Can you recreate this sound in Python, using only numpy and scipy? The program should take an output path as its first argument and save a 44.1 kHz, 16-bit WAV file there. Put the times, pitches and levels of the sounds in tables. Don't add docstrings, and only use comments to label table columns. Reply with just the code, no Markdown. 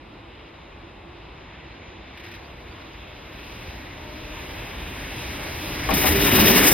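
import sys
import numpy as np
from scipy import signal
from scipy.fft import rfft, irfft, next_fast_len
from scipy.io import wavfile
from scipy.ndimage import uniform_filter1d

SR = 44100
rng = np.random.default_rng(int(sys.argv[2]) if len(sys.argv) > 2 else 0)


def generate_wav(signal):
    frames = np.transpose(np.atleast_2d(signal))
    scaled = np.clip(frames, -1, 1) * 32767
    pcm = np.round(scaled).astype(np.int16)
    wavfile.write(sys.argv[1], SR, pcm)


N = 296793
T = np.arange(N) / SR

SPEED_M_S, ABREAST_S, TRACK_M = 11.38, 6.528, 2.93
ARRIVE_S = 5.893

# [start_s, ring_level_db, thud_level_db, rattle_change_db]
CLANKS = [(5.889, -21, -25, 2.5), (5.908, -26, -14, 4.5), (5.913, -28, -23, -4.5), (6.04, -24.5, -33, 1.5),
          (6.056, -33, -26, 4), (6.074, -40, -33, 1), (6.094, -41, -22, -6.5), (6.385, -22, -8, 0),
          (6.498, -22.5, -26, -1), (6.56, -29, -23, 2.5)]



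def undb(db):
    return 10 ** (np.asarray(db) / 20)


def on_log(hz, table, column=1):
    table = np.array(table, float)
    return np.interp(np.log(hz + 1), np.log(table[:, 0]), table[:, column])


def walk(rate, n):
    hold = int(SR / rate)
    steps = np.repeat(rng.standard_normal(n // hold + 1), hold)
    return 1.62 * uniform_filter1d(uniform_filter1d(steps, hold), hold)[:n]


def rise(start_s, length_s):
    return np.clip((T - start_s) / length_s, 0, 1)


def level(table):
    return undb(np.interp(T, *np.transpose(table)))


def bump(center_s, half_s):
    return np.exp(-((T - center_s) / half_s) ** 2)


def distance():
    return np.hypot(SPEED_M_S * (ABREAST_S - T), TRACK_M)


def shaped(hz, modes):
    return np.prod([1 + (undb(db) - 1) / (1 + (2 * (hz - f) / w) ** 2) for f, w, db in modes], axis=0)


def murmur(hz, width_hz):
    phase = 2 * np.pi * np.cumsum(hz + 0 * T) / SR
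    return walk(width_hz, N) * np.sin(phase) + walk(width_hz, N) * np.cos(phase)


def responses(hz, total, diff, diff_db, link, rings):
    # [pitch_hz, width_hz, change_db]
    sum_notches = [(4436, 530, -8.5), (4950, 210, 5), (7340, 1550, -13)]
    diff_notches = [(2960, 890, -10.5), (5140, 390, -10), (7100, 440, -14), (10900, 1800, -17)]
    lift = shaped(hz, rings)
    mid = lift * shaped(hz, sum_notches) * undb(on_log(hz, total))
    side = lift * shaped(hz, diff_notches) * undb(on_log(hz, diff) + diff_db)
    share = np.clip(on_log(hz, link), 0, 1)
    turn = np.exp(1j * on_log(hz, link, column=2))
    return np.array([[mid, 0 * mid], [side * share * turn, side * np.sqrt(1 - share ** 2)]])


def roar(start, gains, colour, swell_db, own_db, grit_db):
    # [fade_in_from_hz, full_from_hz, full_to_hz, gone_at_hz]
    parts = [(18, 20, 90, 240), (90, 240, 440, 500), (440, 500, 1200, 1600), (1200, 1600, 4200, 7600),
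             (4200, 7600, 16800, 17000)]
    length = N - start
    n = next_fast_len(length)
    hz = np.arange(n // 2 + 1) * SR / n
    mix = responses(hz, *colour)
    heard = np.einsum("cif,if->cf", mix, rfft(rng.standard_normal((2, n))))
    weights = [np.interp(hz, part, [0, 1, 1, 0]) for part in parts]
    part_rms = [np.sqrt(2 * np.sum(np.abs(w * mix[0, 0]) ** 2) / n) for w in weights]
    gains = [gain[start:] / rms for gain, rms in zip(gains, part_rms)]
    out = np.zeros((2, length))
    swell, grit = walk(5, length), walk(70, length)
    edges = np.geomspace(18, 17000, 15)
    for lo, hi in zip(edges, edges[1:]):
        band = (hz >= lo) & (hz < hi)
        treble = min(lo / 2500, 1.5)
        db = treble * (swell_db * swell + grit_db * grit) + own_db * walk(9, length)
        for weight, gain in zip(weights, gains):
            if weight[band].any():
                out += undb(db) * gain * irfft(heard * band * weight, n)[:, :length]
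    return np.pad(out, ((0, 0), (start, 0)))


def far_levels():
    # wagons on the bridge [level_db],
    # locomotive from ahead [level_db at 1 m]
    bridge_db = [-53, -52.5, -51.5, -58.5]
    ahead_db = [-14.5, -19.5, -21, -15]
    # [center_s, half_length_s, hiss_change_db, rest_change_db]
    swells = [(2.347, 0.68, 8.5, 0.5), (3.563, 0.25, 10, 1), (3.68, 0.043, 0.5, 2), (4.427, 0.43, 5.5, 1.5),
              (4.797, 0.23, -1, 0.5), (5.1, 0.43, 3.5, 1)]
    hiss_ahead_db, air_loss_db_per_m = -23, 0.51
    metres = distance()
    metres = np.maximum(metres, metres[int(ARRIVE_S * SR)])
    hiss_db, rest_db = sum(np.outer(changes, bump(s, half)) for s, half, *changes in swells)
    levels = [np.hypot(undb(bridge), undb(ahead) / metres) * undb(rest_db)
              for bridge, ahead in zip(bridge_db, ahead_db)]
    hiss = undb(hiss_ahead_db - air_loss_db_per_m * metres + hiss_db) / metres
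    return levels + [hiss * rise(2.0, 0.25)]


def hum():
    motor_db = [-28, -28, -34]
    # [time_s, change_db]
    load = [(1.5, -12), (2.65, -8), (2.85, 2), (3.3, -1), (3.9, -5), (4.05, 6), (4.5, 4), (4.7, -6),
            (4.95, -5), (5.1, 1), (5.3, -5), (5.45, 0), (5.6, -4), (5.75, -2), (6.7, -7)]
    motor_hz, width_hz, wander = 293, 55, 0.012
    metres = distance()
    shift = -np.gradient(metres) * SR / 343
    hz = motor_hz * (1 + shift + wander * walk(3, N))
    out = sum(undb(db) * murmur((k + 1) * hz, width_hz) for k, db in enumerate(motor_db))
    return out * level(load) / metres * np.array([[1], [.3]])


def girder():
    # [center_s, half_length_s, lift_db]
    surges = [(.12, 0.085, 7), (.82, 0.058, 12.5), (1.12, 0.1, 7.5), (1.95, .15, 6), (2.3, .12, 5),
              (2.93, 0.081, 10)]
    pitch_hz, width_hz, base_db = 335, 40, -60
    db = base_db + sum(lift * bump(s, half) for s, half, lift in surges)
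    fade = 1 - rise(2.6, 2.7)
    return undb(db) * fade * murmur(pitch_hz, width_hz) * np.array([[1], [-.25]])


def whine():
    full_db, full_s, rise_db_per_s = -62, 3.8, 4.5
    db = full_db - rise_db_per_s * np.clip(full_s - T, 0, None)
    phase = 2 * np.pi * np.cumsum(6105 + 8 * walk(60, N)) / SR
    return undb(db + 3 * walk(12, N)) * np.sin(phase) * np.array([[.03], [1]])


def birds():
    # [start_s, length_s, pitch_hz, level_db, call]
    chirps = [(.09, .06, 4400, -72, 0), (1.645, .105, 4350, -61, 0), (1.965, .085, 6250, -75, 1),
              (2.39, .082, 4830, -55, 0), (2.655, .085, 4830, -55, 0), (2.9, .085, 6200, -75, 1)]
    # [start_pitch_ratio, end_pitch_ratio, loudest_place_0_to_1, overtone_db]
    call_shapes = [(.85, .93, .82, -28), (.8, 1.15, .2, -14)]
    out = np.zeros(N)
    waver_hz = 25 * walk(150, N)
    for s, length, pitch_hz, db, call in chirps:
        start, end, place, over_db = call_shapes[call]
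        span = slice(int(s * SR), int((s + length) * SR))
        u = (T[span] - s) / length
        climb = np.clip(u / place, 0, 1) ** (2.2 if call == 0 else 1)
        after = np.clip((u - place) / (1 - place), 0, 1)
        bend = start + (1 - start) * climb + (end - 1) * after
        phase = 2 * np.pi * np.cumsum(pitch_hz * bend + waver_hz[span]) / SR
        loud = np.interp(u, [0, .15, .75 * place, place, .95, 1], [0, .3, .45, 1, .5, 0])
        out[span] += undb(db) * loud * (np.sin(phase) + undb(over_db) * np.sin(2 * phase))
    return out * np.array([[.8], [-1]])


def spits():
    # [start_s, level_db]
    spit_times = [(2.171, -59), (2.195, -60), (2.235, -59), (2.245, -63), (2.262, -59), (2.281, -63),
                  (2.312, -55), (2.337, -57), (2.348, -61), (5.89, -33), (5.901, -30), (5.947, -30),
                  (6.0094, -42), (6.0536, -23), (6.177, -36), (6.192, -39), (6.2394, -44), (6.2894, -24),
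                  (6.392, -40), (6.455, -43), (6.645, -40)]
    rise_s, t60_s = .005, .07
    out = np.zeros(N)
    for s, db in spit_times:
        span = slice(int(s * SR), int((s + .2) * SR))
        t = T[span] - s
        out[span] += undb(db) * np.clip(t / rise_s, 0, 1) * 1000 ** (-t / t60_s)
    return out


def ring(modes):
    t = T[:SR // 3]
    draw = rng.standard_normal((len(modes), 2))
    push = np.clip(t / 0.00094, 0, 1)
    tones = 0
    for (hz, db, t60), (louder, sharper) in zip(modes, draw):
        tone = np.sin(2 * np.pi * hz * (1 + 0.0376 * sharper) * t)
        tones = tones + undb(db + 2 * louder) * tone * 1000 ** (-t / t60)
    return push * tones


def clanks():
    # [pitch_hz, level_db, t60_s]
    wheel = [(480, -6, .1), (600, -3, .14), (780, -1, .13), (870, -1, .14), (1040, -2, .1), (1200, -3, .08),
             (1400, -3, .06), (1700, -6, .04), (2100, -10, .05), (2500, -10, .06), (3100, -12, .05)]
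    thud = [(79, -9, 0.15), (192, -9, 0.14), (275.5, -15.5, 0.23), (518, -15, 0.079)]
    crack_db, crack_t60_s, crack_top_hz, thud_delay_s = 2, 0.026, 3000, 0.0125
    length = SR // 3
    out = np.zeros((2, N + SR))
    fall = undb(crack_db) * 1000 ** (-T[:length] / crack_t60_s)
    dull = signal.butter(4, crack_top_hz, fs=SR, output="sos")
    for s, db, thud_db, _ in CLANKS:
        i, j = int(s * SR), int((s + thud_delay_s) * SR)
        clank = ring(wheel) + fall * signal.sosfilt(dull, rng.standard_normal(length))
        out[:, i:i + length] += undb(db) * clank * np.array([[1], [.6]])
        out[0, j:j + length] += undb(thud_db) * ring(thud)
    return out[:, :N]


def near_levels():
    beside_db = [-13, -16, -11]
    # [time_s, level_db]
    rumble = [(5.92, -36), (6.02, -33), (6.13, -30), (6.22, -34), (6.32, -28), (6.42, -29), (6.5, -25.5),
              (6.72, -45)]
    # [time_s, level_db]
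    bright_hiss = [(5.94, -27), (6.03, -28.5), (6.095, -27), (6.11, -31), (6.2, -31.5), (6.24, -26),
                   (6.44, -23), (6.51, -20), (6.55, -21), (6.66, -20), (6.71, -16)]
    rattle_db = sum(change * np.exp(-np.abs(T - s) / 0.054) * (T > s) for s, _, _, change in CLANKS)
    drone, rails, wheels = (undb(db + rattle_db) / distance() for db in beside_db)
    drone = drone * undb(0.5 * (1 - rise(ARRIVE_S, 0.26)))
    levels = [gain * rise(ARRIVE_S, 0.018) for gain in (level(rumble), drone, rails, wheels)]
    return levels + [level(bright_hiss) * rise(5.937, 0.0024)]


def booms():
    # [center_s, pitch_hz, half_length_s, level_db]
    boom_times = [(5.93, 80.7, 0.015, -33), (5.933, 276.4, 0.019, -27), (5.963, 192, 0.02, -39),
                  (6.114, 300, 0.014, -24.5), (6.13, 83.7, 0.024, -31), (6.161, 402.6, 0.03, -25.5),
                  (6.232, 410, .03, -27.5), (6.242, 295.4, 0.048, -26.5), (6.308, 75.6, 0.018, -40),
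                  (6.357, 369, 0.021, -23), (6.386, 205, 0.02, -22), (6.417, 79.9, .03, -41),
                  (6.435, 212, 0.017, -18), (6.495, 381.6, 0.058, -23.5), (6.504, 199, 0.014, -19.5),
                  (6.546, 244.4, 0.029, -21.5), (6.623, 289.3, 0.019, -23), (6.65, 299.5, 0.018, -22.5),
                  (6.7, 307, 0.016, -24)]
    out = np.zeros(N)
    waver = np.cumsum(.012 * walk(40, N)) / SR
    for (s, hz, half, db), turn in zip(boom_times, rng.random(len(boom_times))):
        tone = np.sin(2 * np.pi * (hz * (T + waver) + turn))
        out += undb(db) * np.sqrt(2) * bump(s, half) * tone
    return out * np.array([[1], [-.2]])


def scene():
    # [pitch_hz, relative_level_db]
    far_sum, far_diff = [(15, -34), (30, -9), (55, 3.5), (110, -4), (236, -13), (439, -13), (1290, -17),
                         (2480, -9), (3900, -16), (5400, -29.5), (6600, -53.5), (9000, -38), (14200, -35.5),
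                         (15600, -43)], [(30, -20), (60, -25), (176, -15.5), (287, -10.5), (593, 1),
                                          (900, -2.5), (2250, -2), (3850, -4.5), (6100, -7), (7000, -15.5),
                                          (9100, -18.5), (11500, -20), (14200, -17.5), (15600, -26)]
    near_sum, near_diff = [(15, -42), (33, -17), (55, 2.5), (206, -0.5), (394, -2.5), (460, -9),
                           (1290, -13.5), (1790, -3.5), (3900, -7.5), (5400, -20.5), (6700, -38),
                           (9000, -29.5), (14600, -17.5), (16000, -31)], [(30, -34), (60, -16), (156, -17), (281, -2), (991, -2),
                                             (1310, -5.5), (1780, 0.5), (3850, -3), (5590, -3.5),
                                             (7570, -15), (11000, -11.5), (14900, -9), (16000, -24)]
    # [pitch_hz, share_0_to_1, lead_radians]
    far_link, near_link = [(100, 0.4, 4.5), (400, 0.06, 2), (900, 0.33, 1.5), (1500, 0.1, -0.5),
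                           (3000, 0.03, 2), (9000, 0, 4.5), (14000, 0.6, -0.8)], [(100, .5, 3), (350, 0.41, 4.5), (800, 0.56, 0.5),
                                             (1300, 0.69, .5), (2400, 0.98, 1.14), (4460, .1, 2),
                                             (9000, 0.27, 0), (12000, 0.63, 0), (15000, .6, 0.6)]
    # [pitch_hz, width_hz, change_db]
    far_rings, near_rings = [(311, 200, 7.5), (448, 38, -1.5), (963, 360, 4), (2420, 150, -2),
                             (3130, 810, -2.5)], [(284, 36, 1.6), (430, 40, 4.1), (1790, 48, 1.9),
                                                (2470, 490, 3.5), (2894, 67, 5.6), (3700, 56, 7.1),
                                                (4850, 290, 1.4), (5750, 190, 2.3)]
    far = (far_sum, far_diff, -17.5, far_link, far_rings)
    near = (near_sum, near_diff, -10, near_link, near_rings)

    bursts = spits()
    arrived = T > ARRIVE_S - .1
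    far_gains = far_levels()
    far_gains[-1] = far_gains[-1] + bursts * ~arrived
    far_gains[-2] = far_gains[-2] + undb(15) * bursts * ~arrived
    near_gains = near_levels()
    near_gains[-1] = near_gains[-1] + bursts

    train = roar(0, far_gains, far, swell_db=.25, own_db=.65, grit_db=.4)
    train += roar(np.argmax(arrived), near_gains, near, swell_db=.6, own_db=.7, grit_db=1.2)
    mid, side = train + hum() + girder() + booms() + clanks() + birds() + whine()
    return np.array([mid + side, mid - side])


def record(dry):
    hiss_db, hiss_top_hz, ceiling, top_hz = -73, 13300, 1.05, 15900
    soft = signal.butter(6, hiss_top_hz, fs=SR, output="sos")
    hiss = signal.sosfilt(soft, rng.standard_normal(dry.shape))
    rounded = ceiling * np.tanh((dry + undb(hiss_db) * hiss) / ceiling)
    return signal.sosfilt(signal.ellip(10, .2, 80, top_hz, fs=SR, output="sos"), rounded)


dry = scene()
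out = record(dry)
generate_wav(out)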